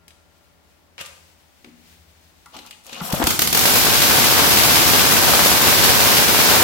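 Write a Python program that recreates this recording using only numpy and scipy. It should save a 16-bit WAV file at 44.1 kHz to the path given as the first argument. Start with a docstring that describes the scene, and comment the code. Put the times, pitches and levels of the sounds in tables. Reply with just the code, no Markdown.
"""Radial mower engine, pull-started in a garage.

A switch clicks, the handle clacks, a shoe lands on the steel deck and the starter cord is drawn out.
The homemade five-cylinder engine chuffs, fires single shots, catches and runs up on open exhaust
stubs, one cylinder weak. Bare concrete walls smear the firings into a roar over a rising drone;
a few hard firings bang through."""
import sys
import numpy as np
from scipy import signal
from scipy.fft import rfft, irfft, next_fast_len
from scipy.io import wavfile
from scipy.ndimage import map_coordinates

SR = 44100
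rng = np.random.default_rng(int(sys.argv[2]) if len(sys.argv) > 2 else 0)


def wav_record(signal):
    """Record a signal, one row per channel, as 16-bit PCM in the file named by sys.argv[1]."""
    frames = np.transpose(np.atleast_2d(signal))
    bounded = np.clip(frames, -1, 1)
    # unit amplitude maps onto the largest positive 16-bit level
    quanta = np.round(bounded * 32767).astype(np.int16)
    wavfile.write(sys.argv[1], SR, quanta)


N = 292383
TIME = np.arange(N) / SR
FULL_RATE_HZ = 91.089  # firings at full speed
# compression strokes under the cord: t/s, puff/dB, f/Hz, t60/s, pulley rattle/dB
COMPRESSIONS = [(3.013, -23.5, 162, 0.1, -32), (3.041, -26, 195, 0.04, -40),
                (3.132, -14.5, 152, 0.043, -33), (3.138, -19.5, 574, 0.047, -22),
                (3.199, -16, 242, 0.058, -18.5), (3.216, -15.5, 300, 0.06, -15.5),
                (3.24, -10, 62, 0.043, -40), (3.274, -17.5, 224, 0.036, -38)]


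def amp(db):
    """Decibels to gain."""
    return 10 ** (np.asarray(db) / 20)


def pan(db):
    """Stereo gains: left up, right down by db."""
    return amp([[db], [-db]])


def unit(x):
    """x at rms 1."""
    return x / np.sqrt(np.mean(x ** 2) + 1e-20)


def along(points, hz):
    """Interpolate (f/Hz, value) points on a log axis."""
    f, v = np.transpose(points)
    return np.interp(np.log(hz + 1), np.log(f + 1), v)


def fade_in(full_s, fade_s):
    """Linear ramp reaching 1 at full_s."""
    return np.clip(1 + (TIME - full_s) / fade_s, 0, 1)


def wobble(rate_hz):
    """Smooth random curve, rate_hz knots a second."""
    return map_coordinates(rng.standard_normal(int(N * rate_hz / SR) + 4), [TIME * rate_hz])


def dying(kicks, decay_s, rise_s=0.00001):
    """Rms envelope of a train of kicks, each swelling and dying away."""
    t = np.arange(SR // 2) / SR
    fall = np.exp(-2 * t / decay_s) * (1 - np.exp(-t / rise_s)) ** 2
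    return np.sqrt(np.abs(signal.fftconvolve(kicks ** 2, fall / fall.sum())[:N]))


def swells(events, rise_s, t60_s):
    """Envelope of (t/s, level/dB) events that rise and decay alike."""
    ages = [(np.maximum(TIME - s, 0), db) for s, db in events]
    powers = ((amp(db - 60 * age / t60_s) * (1 - np.exp(-age / rise_s))) ** 2 for age, db in ages)
    return np.sqrt(sum(powers))


def add(track, s, sound):
    """Mix a sound into a track at time s."""
    part = track[..., max(round(s * SR), 0):][..., :sound.shape[-1]]
    part += sound[..., :part.shape[-1]]


def split(x, hz):
    """Low and high bands of x, equal in power at hz."""
    return [signal.sosfilt(signal.butter(2, hz, kind, fs=SR, output="sos"), x)
            for kind in ("low", "high")]


def coloured(x, db_of, size=8192):
    """Minimum-phase filter of unit energy, shaped by db_of(hz)."""
    db = db_of(np.fft.rfftfreq(size, 1 / SR))
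    cepstrum = irfft(np.log(np.maximum(amp(db - db.max()), 1e-5)))
    cepstrum[1:size // 2] *= 2
    cepstrum[size // 2 + 1:] = 0
    h = irfft(np.exp(rfft(cepstrum)))
    return signal.fftconvolve(np.atleast_2d(x), h[None] / np.linalg.norm(h), axes=1)[:, :x.shape[-1]]


def wide_noise(size):
    """White stereo noise; bass spread wide, partly in antiphase."""
    # stereo width: f/Hz, left-right correlation
    correlation = [(60, -0.44), (130, 0.03), (290, 0.17), (640, 0.26), (1400, -0.0087), (15000, -0.019)]
    m = next_fast_len(size)
    angle = np.arccos(along(correlation, np.fft.rfftfreq(m, 1 / SR))) / 2
    mid, side = irfft(rfft(rng.standard_normal((2, m))) * [np.cos(angle), np.sin(angle)], m)
    return np.array([mid + side, mid - side])[:, :size]


def garage(x, wet_db, build_s=0.0029):
    """Source plus wall reverberation, a new tail for each position."""
    # room decay: f/Hz, t60/s
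    decay = [(100, 0.68), (500, 0.85), (3000, 0.53), (8000, 0.74), (15000, 0.34)]
    hz, t, spectra = signal.stft(wide_noise(SR * 3 // 4), SR, nperseg=256)
    tail = signal.istft(spectra * amp(-60 * t / along(decay, hz)[:, None]), SR, nperseg=256)[1]
    tail *= 1 - np.exp(-(np.arange(tail.shape[1]) / SR / build_s) ** 2)
    tail /= np.linalg.norm(tail[0])
    return x + amp(wet_db) * signal.fftconvolve(np.atleast_2d(x), tail, axes=1)[:, :N]


def clacks(contacts, t60_s, knock_db):
    """Hard parts meet: short cracks, a dull knock below and a bright tick above."""
    # contact spectrum: f/Hz, level/dB
    colour = [(60, -9), (150, -10), (300, -14), (530, -1.5), (750, -4), (1200, -2.5), (1700, -3), (2750, 2),
              (4200, -5), (8000, -11.5), (13800, -17.5), (15800, -20)]
    track, t = np.zeros((2, N)), np.arange(SR // 6) / SR
    for s, db, bright_db in contacts:
        knock, rest = split(amp(db - 60 * t / t60_s) * wide_noise(len(t)), 2500)
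        body, tick = split(rest, 7000)
        add(track, s, amp(knock_db) * knock - body + amp(bright_db) * tick)
    return garage(coloured(track, lambda hz: along(colour, hz)), wet_db=-4)


def struck(blows, modes, wet_db, attack_s):
    """Each blow rings the same modes; where it lands tilts them high or low."""
    track, t = np.zeros(N), np.arange(SR) / SR
    middle = np.mean([np.log2(hz) for hz, *_ in modes])
    for s, db, tilt in blows:
        ring = np.zeros(len(t))
        for hz, mode_db, t60_s in modes:
            start_db = mode_db + tilt * (np.log2(hz) - middle) + rng.normal(0, 0.84)
            ring += amp(start_db - 60 * t / t60_s) * np.sin(2 * np.pi * hz * t)
        add(track, s, amp(db) * (1 - np.exp(-t / attack_s)) * ring)
    return garage(track, wet_db)


def room_tone():
    """Quiet air, a wavering hum and a faint fading ring."""
    # room noise: f/Hz, level/dB
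    ambient = [(15, -55), (30, -30), (47, 2.5), (86, -11), (133, -8.5), (241, -9.5), (284, -9.5),
               (542, -14), (587, -12.5), (791, -12), (1390, -18), (1780, -18.5), (15800, -51)]
    # hum tones, the close pair beating: f/Hz, level/dB
    hum_tones = [(84.5, -69.5), (74, -69.5), (167, -76.5)]
    # hum swell: t/s, level/dB
    hum_swell = [(0.1, 3), (0.4, -5), (0.8, -1), (1.25, 3.5), (1.65, -5), (2.0, 7), (2.45, 1.5), (2.85, -6)]
    # metallic tones: f/Hz, level/dB, t60/s
    ring_tones = [(1390, -67.5, 5.6), (580, -68.5, 18)]
    air = amp(-59) * coloured(wide_noise(N), lambda hz: along(ambient, hz))
    swell_db = 5.5 + np.interp(TIME, *np.transpose(hum_swell))
    hum = sum(amp(db + swell_db + 2.4 * wobble(4.6)) * np.sin(2 * np.pi * hz * TIME + 1.2 * wobble(5.7))
              for hz, db in hum_tones)
    ring = sum(amp(db - 60 * TIME / t60_s) * np.sin(2 * np.pi * hz * TIME + 0.83 * wobble(22))
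               for hz, db, t60_s in ring_tones)
    return air + hum + ring


def clothes(still_db=-66):
    """Cloth rustles with each movement."""
    # movements: centre/s, half length/s, level/dB
    moves = [(.41, 0.13, -61.5), (0.716, .06, -63), (1.211, 0.13, -57), (1.912, 0.078, -54), (2.3, 1, -58)]
    # rustle spectrum: f/Hz, level/dB
    cloth = [(410, -41), (700, -15), (1100, -15), (1380, -7), (2230, -3), (4460, -4.5), (12000, -12),
             (15800, -9)]
    power = sum(amp(db) ** 2 * np.exp(-((TIME - s) / half_s) ** 2) for s, half_s, db in moves)
    level = np.sqrt(amp(still_db) ** 2 + power) * amp(0.8 * wobble(29.5))
    return level * coloured(wide_noise(N), lambda hz: along(cloth, hz))


def shoe():
    """A sole slaps the steel deck and sets it ringing."""
    # sole contact: t/s, level/dB, brightness/dB
    slap = [(1.645, -44.5, -1)]
    # landing and bearing down: t/s, level/dB, tilt/(dB/octave)
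    steps = [(1.645, -50, 8), (1.6735, -45, 0), (2.56, -49, 5), (2.588, -51, 5), (2.925, -46, -7)]
    # deck modes: f/Hz, level/dB, t60/s
    deck = [(239.5, -1, 0.61), (251, -5, 0.33), (168, -12.5, 1.5), (293, 4.5, 0.13), (357, -2.5, 0.14),
            (535, -7, 0.072), (136, -7, .05)]
    return clacks(slap, t60_s=0.035, knock_db=5.5) + struck(steps, deck, wet_db=-8, attack_s=0.0013)


def handle(ring_db=-17):
    """The handle's tubes clack together and ring."""
    # tube contacts: t/s, level/dB, brightness/dB
    contacts = [(0.98, -35.5, -9), (.99, -37, -2), (1.0, -35.5, -1), (1.006, -36, 0), (1.011, -32.5, 8),
                (1.051, -43, 3), (1.06, -46.5, 19)]
    # tube modes: f/Hz, level/dB, t60/s
    tubes = [(134, -3, .12), (470, -3, .07), (537, 3, 0.18), (1203, -2.5, 0.27), (2400, -2, .09),
             (2700, 7, .08), (2840, 6, .07), (3110, 2, .1), (3600, -6, .13)]
    blows = [(s, db + ring_db, 0) for s, db, _ in contacts]
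    return clacks(contacts, t60_s=0.053, knock_db=3.5) + struck(blows, tubes, wet_db=-3, attack_s=0.0008)


def ticks():
    """Switch, starter grip and pawls tick on contact."""
    # contacts: t/s, level/dB, brightness/dB
    contacts = [(.0805, -47, 13.5), (.106, -45, -5), (2.459, -50.5, 15), (2.566, -35, 2), (2.589, -38, 2),
                (2.663, -56, 24), (2.671, -43, 3), (2.709, -35, 6.5), (2.838, -62, 22), (2.847, -55, 19),
                (2.857, -58, 23), (2.866, -53.5, 26.5), (2.894, -41, 7), (2.93, -31, 3), (2.945, -35, 1),
                (2.963, -34, -6), (3.159, -33, 2), (3.225, -21.5, 1)]
    return clacks(contacts, t60_s=0.033, knock_db=-4)


def pawls():
    """The starter's steel pawls clink."""
    # strikes: t/s, level/dB, tilt/(dB/octave)
    clinks = [(2.589, -45, 18), (2.671, -49, 0), (2.709, -47, 0), (2.728, -46, -2), (2.894, -45, 0),
              (2.93, -43, 0), (2.944, -40, -3), (2.954, -39, -3), (2.964, -45, 0)]
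    # pawl modes: f/Hz, level/dB, t60/s
    modes = [(2330, -12, .08), (2490, -3, 0.058), (2550, 1, .06), (2780, 2, 0.056), (2880, 3, 0.049),
             (3040, -3, 0.063), (3580, -6, .05), (4060, -4, 0.055)]
    return struck(clinks, modes, wet_db=-6, attack_s=0.00033)


def housing():
    """Knocks ring the hollow starter housing."""
    # strikes: t/s, level/dB, tilt/(dB/octave)
    knocks = [(2.459, -43, 7), (2.538, -48, -8), (2.552, -45, -18), (2.564, -50, -8), (2.648, -48, 2),
              (3.005, -29, 4)]
    # housing modes: f/Hz, level/dB, t60/s
    modes = [(785, -11, 0.13), (846, -3, 0.11), (970, -1.5, 0.1), (1135, 0, 0.09), (1220, 1, 0.058),
             (1348, 3, 0.068), (1400, -5, 0.12), (2000, -9, .06), (2160, -9, 0.044)]
    return struck(knocks, modes, wet_db=-4, attack_s=0.0022)


def starter(rough_db=3):
    """Cord and pulley grow louder with speed; compressions jolt the pulley and leak air."""
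    # two draws take up slack, then the long pull: t/s, rise/s, fall/s, top speed/0-1
    pulls = [(2.52, 0.029, 0.089, 0.2), (2.61, 0.044, 0.094, 0.09), (2.83, 0.47, .05, 1)]
    # rumble, rasp and whizz: level at top speed/dB, speed exponent
    voices = [(-28.5, 1.12), (-32.5, 0.86), (-42, 0.76)]
    # air escaping past a valve: t/s, level/dB
    leaks = [(3.01, -32.5), (3.035, -32), (3.115, -27), (3.237, -29)]
    # spectra of pulley rumble, cord rasp and cord whizz: f/Hz, level/dB
    pulley_colour = [(120, -36), (200, -10), (392, -20), (545, -3), (609, -24), (667, -6), (919, -10),
                     (1330, -11), (1520, -16.5), (2200, -20.5), (2860, -60), (4840, -120)]
    rasp_colour = [(940, -33), (1600, -34), (2420, -7.5), (2620, -8), (2930, -5.5), (3770, -7),
                   (7000, -15.5), (9100, -51), (15400, -120)]
    whizz_colour = [(2650, -42), (4500, -16), (5610, 5), (6170, -7), (7490, 2.5), (10100, -3), (11700, 6.5),
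                    (15800, -5)]
    speed = sum(top * np.interp(TIME, [s, s + rise_s, s + rise_s + fall_s], [0, 1, 0])
                for s, rise_s, fall_s, top in pulls)
    rumble, rasp, whizz = [amp(db) * np.abs(speed) ** power for db, power in voices]
    jolts = swells([(s, rattle_db) for s, *_, rattle_db in COMPRESSIONS], rise_s=0.0017, t60_s=0.1)
    air = swells(leaks, rise_s=0.0089, t60_s=0.76)
    levels = np.hypot(rumble, jolts), rasp, np.hypot(whizz, air)
    track = np.zeros((2, N))
    for level, colour in zip(levels, (pulley_colour, rasp_colour, whizz_colour)):
        rub = unit(wide_noise(N) * amp(rough_db * wobble(160)))
        track += level * coloured(rub, lambda hz: along(colour, hz))
    return track


def chuffs(rough_db=3.5, rise_s=0.0025, settle_s=0.0081):
    """Unlit cylinders push out soft, fluttering puffs as the cord turns the crank."""
    track, t = np.zeros(N), np.arange(SR // 4) / SR
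    for s, db, hz, t60_s, _ in COMPRESSIONS:
        pitch_hz = hz * (1 + 0.15 * np.exp(-t / settle_s))
        envelope = amp(db + 3.5 - 60 * t / t60_s) * (1 - np.exp(-t / rise_s))
        add(track, s, envelope * np.sin(2 * np.pi * np.cumsum(pitch_hz) / SR))
    return garage(track * amp(rough_db * wobble(400)), wet_db=-8)


def exhaust_db(hz):
    """Broad spectrum of the open exhausts plus their pipe resonances."""
    # exhaust spectrum: f/Hz, level/dB
    broad = [(15, -22), (30, -9.5), (65, 4.5), (130, 2.5), (228, 1), (513, -1.5), (572, -3.5), (654, -2.5),
             (769, -2), (1550, -3), (1780, -4.5), (4820, -5.5), (9210, -12), (12100, -8.5), (14600, -8.5),
             (15800, -12)]
    # stub resonances: f/Hz, width/Hz, gain/dB
    stubs = [(233, 13, 3), (411, 29, 2), (580, 19, 5), (753, 17, 5), (1140, 95, 0.5), (1520, 60, 2),
             (11500, 650, 2)]
    peaks_db = sum(db / (1 + (2 * (hz - centre) / width) ** 2) for centre, width, db in stubs)
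    return along(broad, hz) + peaks_db


def first_shots(rise_s=0.00094):
    """Single firings: noise bursts through the exhausts, dying away in the room."""
    # firings: t/s, level/dB, length/s
    shots = [(3.124, -23.5, 0.0077), (3.24, -12, 0.0019), (3.269, -12, 0.007), (3.304, -18, 0.009),
             (3.3912, -12.5, 0.0056), (3.418, -12.5, 0.0079), (3.473, -13.5, 0.005), (3.527, -15, 0.0072),
             (3.547, -16, 0.008), (3.573, -13.5, .005), (3.59, -17, 0.0067)]
    tilt = [(100, -4), (1000, -2.5), (5000, 1.5), (15000, 3)]  # f/Hz, gain/dB
    track, t = np.zeros((2, N)), np.arange(SR // 20) / SR
    for s, db, length_s in shots:
        envelope = amp(db + 5.5) * (1 - np.exp(-t / rise_s)) * np.exp(-(t / length_s) ** 2)
        add(track, s, envelope * rng.standard_normal((2, len(t))))
    return garage(coloured(track, lambda hz: exhaust_db(hz) + along(tilt, hz)), wet_db=-0.5)


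def run_up(catch_s=3.5, catch_hz=44.744, run_up_s=0.8534, ease=1.424, hunt_hz=0.6, hunt_period_s=1.12):
    """Firing rate and firing count: from the catch the speed climbs and hunts slightly."""
    running_s = np.maximum(TIME - catch_s, 0)
    rate_hz = FULL_RATE_HZ - (FULL_RATE_HZ - catch_hz) * np.exp(-(running_s / run_up_s) ** ease)
    rate_hz -= hunt_hz * np.sin(2 * np.pi * running_s / hunt_period_s)
    return rate_hz, np.cumsum(rate_hz * (TIME > catch_s)) / SR


def drone(waver_db=3):
    """The firing rate and its octave as rising tones, left and right in antiphase."""
    # room response to the firing tones: f/Hz, level/dB
    boom = [(45, -37), (65, -31), (88, -33), (120, -38), (155, -38), (185, -47)]
    rate_hz, firings = run_up()
    tones = sum(amp(along(boom, k * rate_hz) + waver_db * wobble(7.5)) * np.sin(2 * np.pi * k * firings)
                for k in (1, 2))
    return np.sqrt(2) * tones * fade_in(3.56, 0.036) * pan(1) * [[1], [-1]]


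def bangs(width_s=0.00016, half_span_s=0.001):
    """A charge burns hard and one steep pressure wave stands out of the roar."""
    # hard firings: t/s, level/dB
    hard_firings = [(3.654, -12), (3.676, -15), (3.7614, -9), (4.1117, -10), (4.3254, -7), (4.3928, -17),
                    (4.432, -22), (4.522, -18), (4.9481, -7), (5.1315, -9.5), (5.3367, -5.5), (5.393, -5),
                    (5.605, -12), (5.629, -22), (5.6717, -12), (5.727, -10), (5.8379, -12), (5.905, -10),
                    (6.004, -8.5), (6.1148, -19), (6.2253, -15), (6.3469, -5), (6.552, -10), (6.565, -10),
                    (6.607, -7.5)]
    track = np.zeros(N)
    u = np.linspace(-half_span_s, half_span_s, int(2 * half_span_s * SR)) / width_s
    wave = -u * np.exp((1 - u ** 2) / 2)
    for s, db in hard_firings:
        add(track, s - half_span_s, amp(db) * wave)
    return garage(track, wet_db=-2.5)


def valve_kicks(rate_hz, firings, jitter_s=0.00015, scatter_db=1.04):
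    """One impulse per exhaust opening: pop train, gas-jet train and the pops with their echoes."""
    # four-stroke cycle: position/firing intervals, pop/dB, hiss/dB
    cylinders = [(.2, -5, 10), (1.21, 4, 12), (2.15, 8.5, 17.5), (3.23, 7.5, 13.5), (4.101, 0, 9.5)]
    cycles = np.arange(0, firings[-1], len(cylinders))
    cycle_db = 1.15 * np.diff(rng.standard_normal(len(cycles) + 1))  # strong tends to follow weak
    fronts, jets, echoes = np.zeros(N), np.zeros(N), np.zeros((2, N))
    for position, pop_db, hiss_db in cylinders:
        late, burn = rng.standard_normal((len(cycles), 2)).T
        open_s = np.interp(cycles + position, firings, TIME, right=TIME[-1] + 1) + jitter_s * late
        at = (open_s * SR).astype(int)
        pop_gain = amp(pop_db + cycle_db + scatter_db * burn)
        jet_gain = amp(hiss_db + 0.45 * cycle_db + scatter_db * burn)  # gas flow varies less
        kicks = np.bincount(at, pop_gain, N)[:N] / np.sqrt(rate_hz)
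        fronts += kicks
        jets += np.bincount(at, jet_gain, N)[:N] / np.sqrt(rate_hz)
        echoes += garage(kicks, wet_db=6)  # each stub faces another wall
    return fronts, jets, echoes


def exhaust_pops(fronts, echoes, roar_s, burst_s=0.00064):
    """Turbulence makes every pop different, so most of the reverberation has no pitch."""
    # pop straight from its stub: f/Hz, level/dB
    bark = [(90, -14), (300, -3.5), (1000, 0), (1600, -0.5), (2600, 1.5), (8000, -5.5)]
    bursts = amp(-0.5 + 0.96 * wobble(70)) * dying(fronts, burst_s) * wide_noise(N)
    barks = coloured(echoes + bursts, lambda hz: along(bark, hz))
    roar = amp(10) * dying(fronts, roar_s) * wide_noise(N)
    return unit(barks * pan(1) + roar)


def gas_hiss(jets, doublings, roar_s, cross_hz, blow_s=0.0063, fizz_hz=7700):
    """Gas jets hiss and linger in the room; the top band wavers on its own."""
    envelope = np.hypot(dying(jets, blow_s, rise_s=0.0028), amp(10) * dying(jets, roar_s))
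    hiss = split(unit(envelope * wide_noise(N)), cross_hz)[1]
    gas, fizz = split(hiss, fizz_hz)
    gas *= amp(0.5 * doublings + 0.55 * wobble(13) + 0.74 * wobble(500))
    fizz *= amp(-0.5 - 0.8 * doublings + 0.71 * wobble(15))
    shifted = np.imag(signal.hilbert(fizz, next_fast_len(N)))[:, :N]  # 90 degrees, so powers add
    return gas + shifted


def engine(roar_s=0.18, cross_hz=2600):
    """Each opening exhaust valve lets out a pop and a hissing jet; the walls pile them into a roar."""
    rate_hz, firings = run_up()
    doublings = np.log2(rate_hz / FULL_RATE_HZ)
    fronts, jets, echoes = valve_kicks(rate_hz, firings)
    pops = split(exhaust_pops(fronts, echoes, roar_s), cross_hz)[0] * amp(-18 + 2 * doublings)
    hiss = gas_hiss(jets, doublings, roar_s, cross_hz) * amp(-14.5) * pan(0.25)
    return coloured((pops + hiss) * fade_in(3.63, 0.25), exhaust_db)


def scene():
    """Handling sits to the left; the running engine fills the garage."""
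    handling = clothes() + shoe() + handle() + ticks() + pawls() + housing() + starter()
    return (room_tone() + handling + chuffs()) * pan(1.8) + first_shots() + drone() + bangs() + engine()


def record(dry, low_hz=35, top_hz=16000):
    """Soft peak limiter, then bass roll-off and band limit."""
    limited = dry / (1 + np.abs(dry) ** 6) ** (1 / 6)
    m = next_fast_len(N + SR // 2)
    hz = np.fft.rfftfreq(m, 1 / SR)
    passband = np.clip((top_hz - hz) / 200, 0, 1) * hz ** 2 / np.sqrt(hz ** 4 + low_hz ** 4)
    return irfft(rfft(limited, m) * passband, m)[:, :N]


dry = scene()
out = record(dry)
wav_record(out)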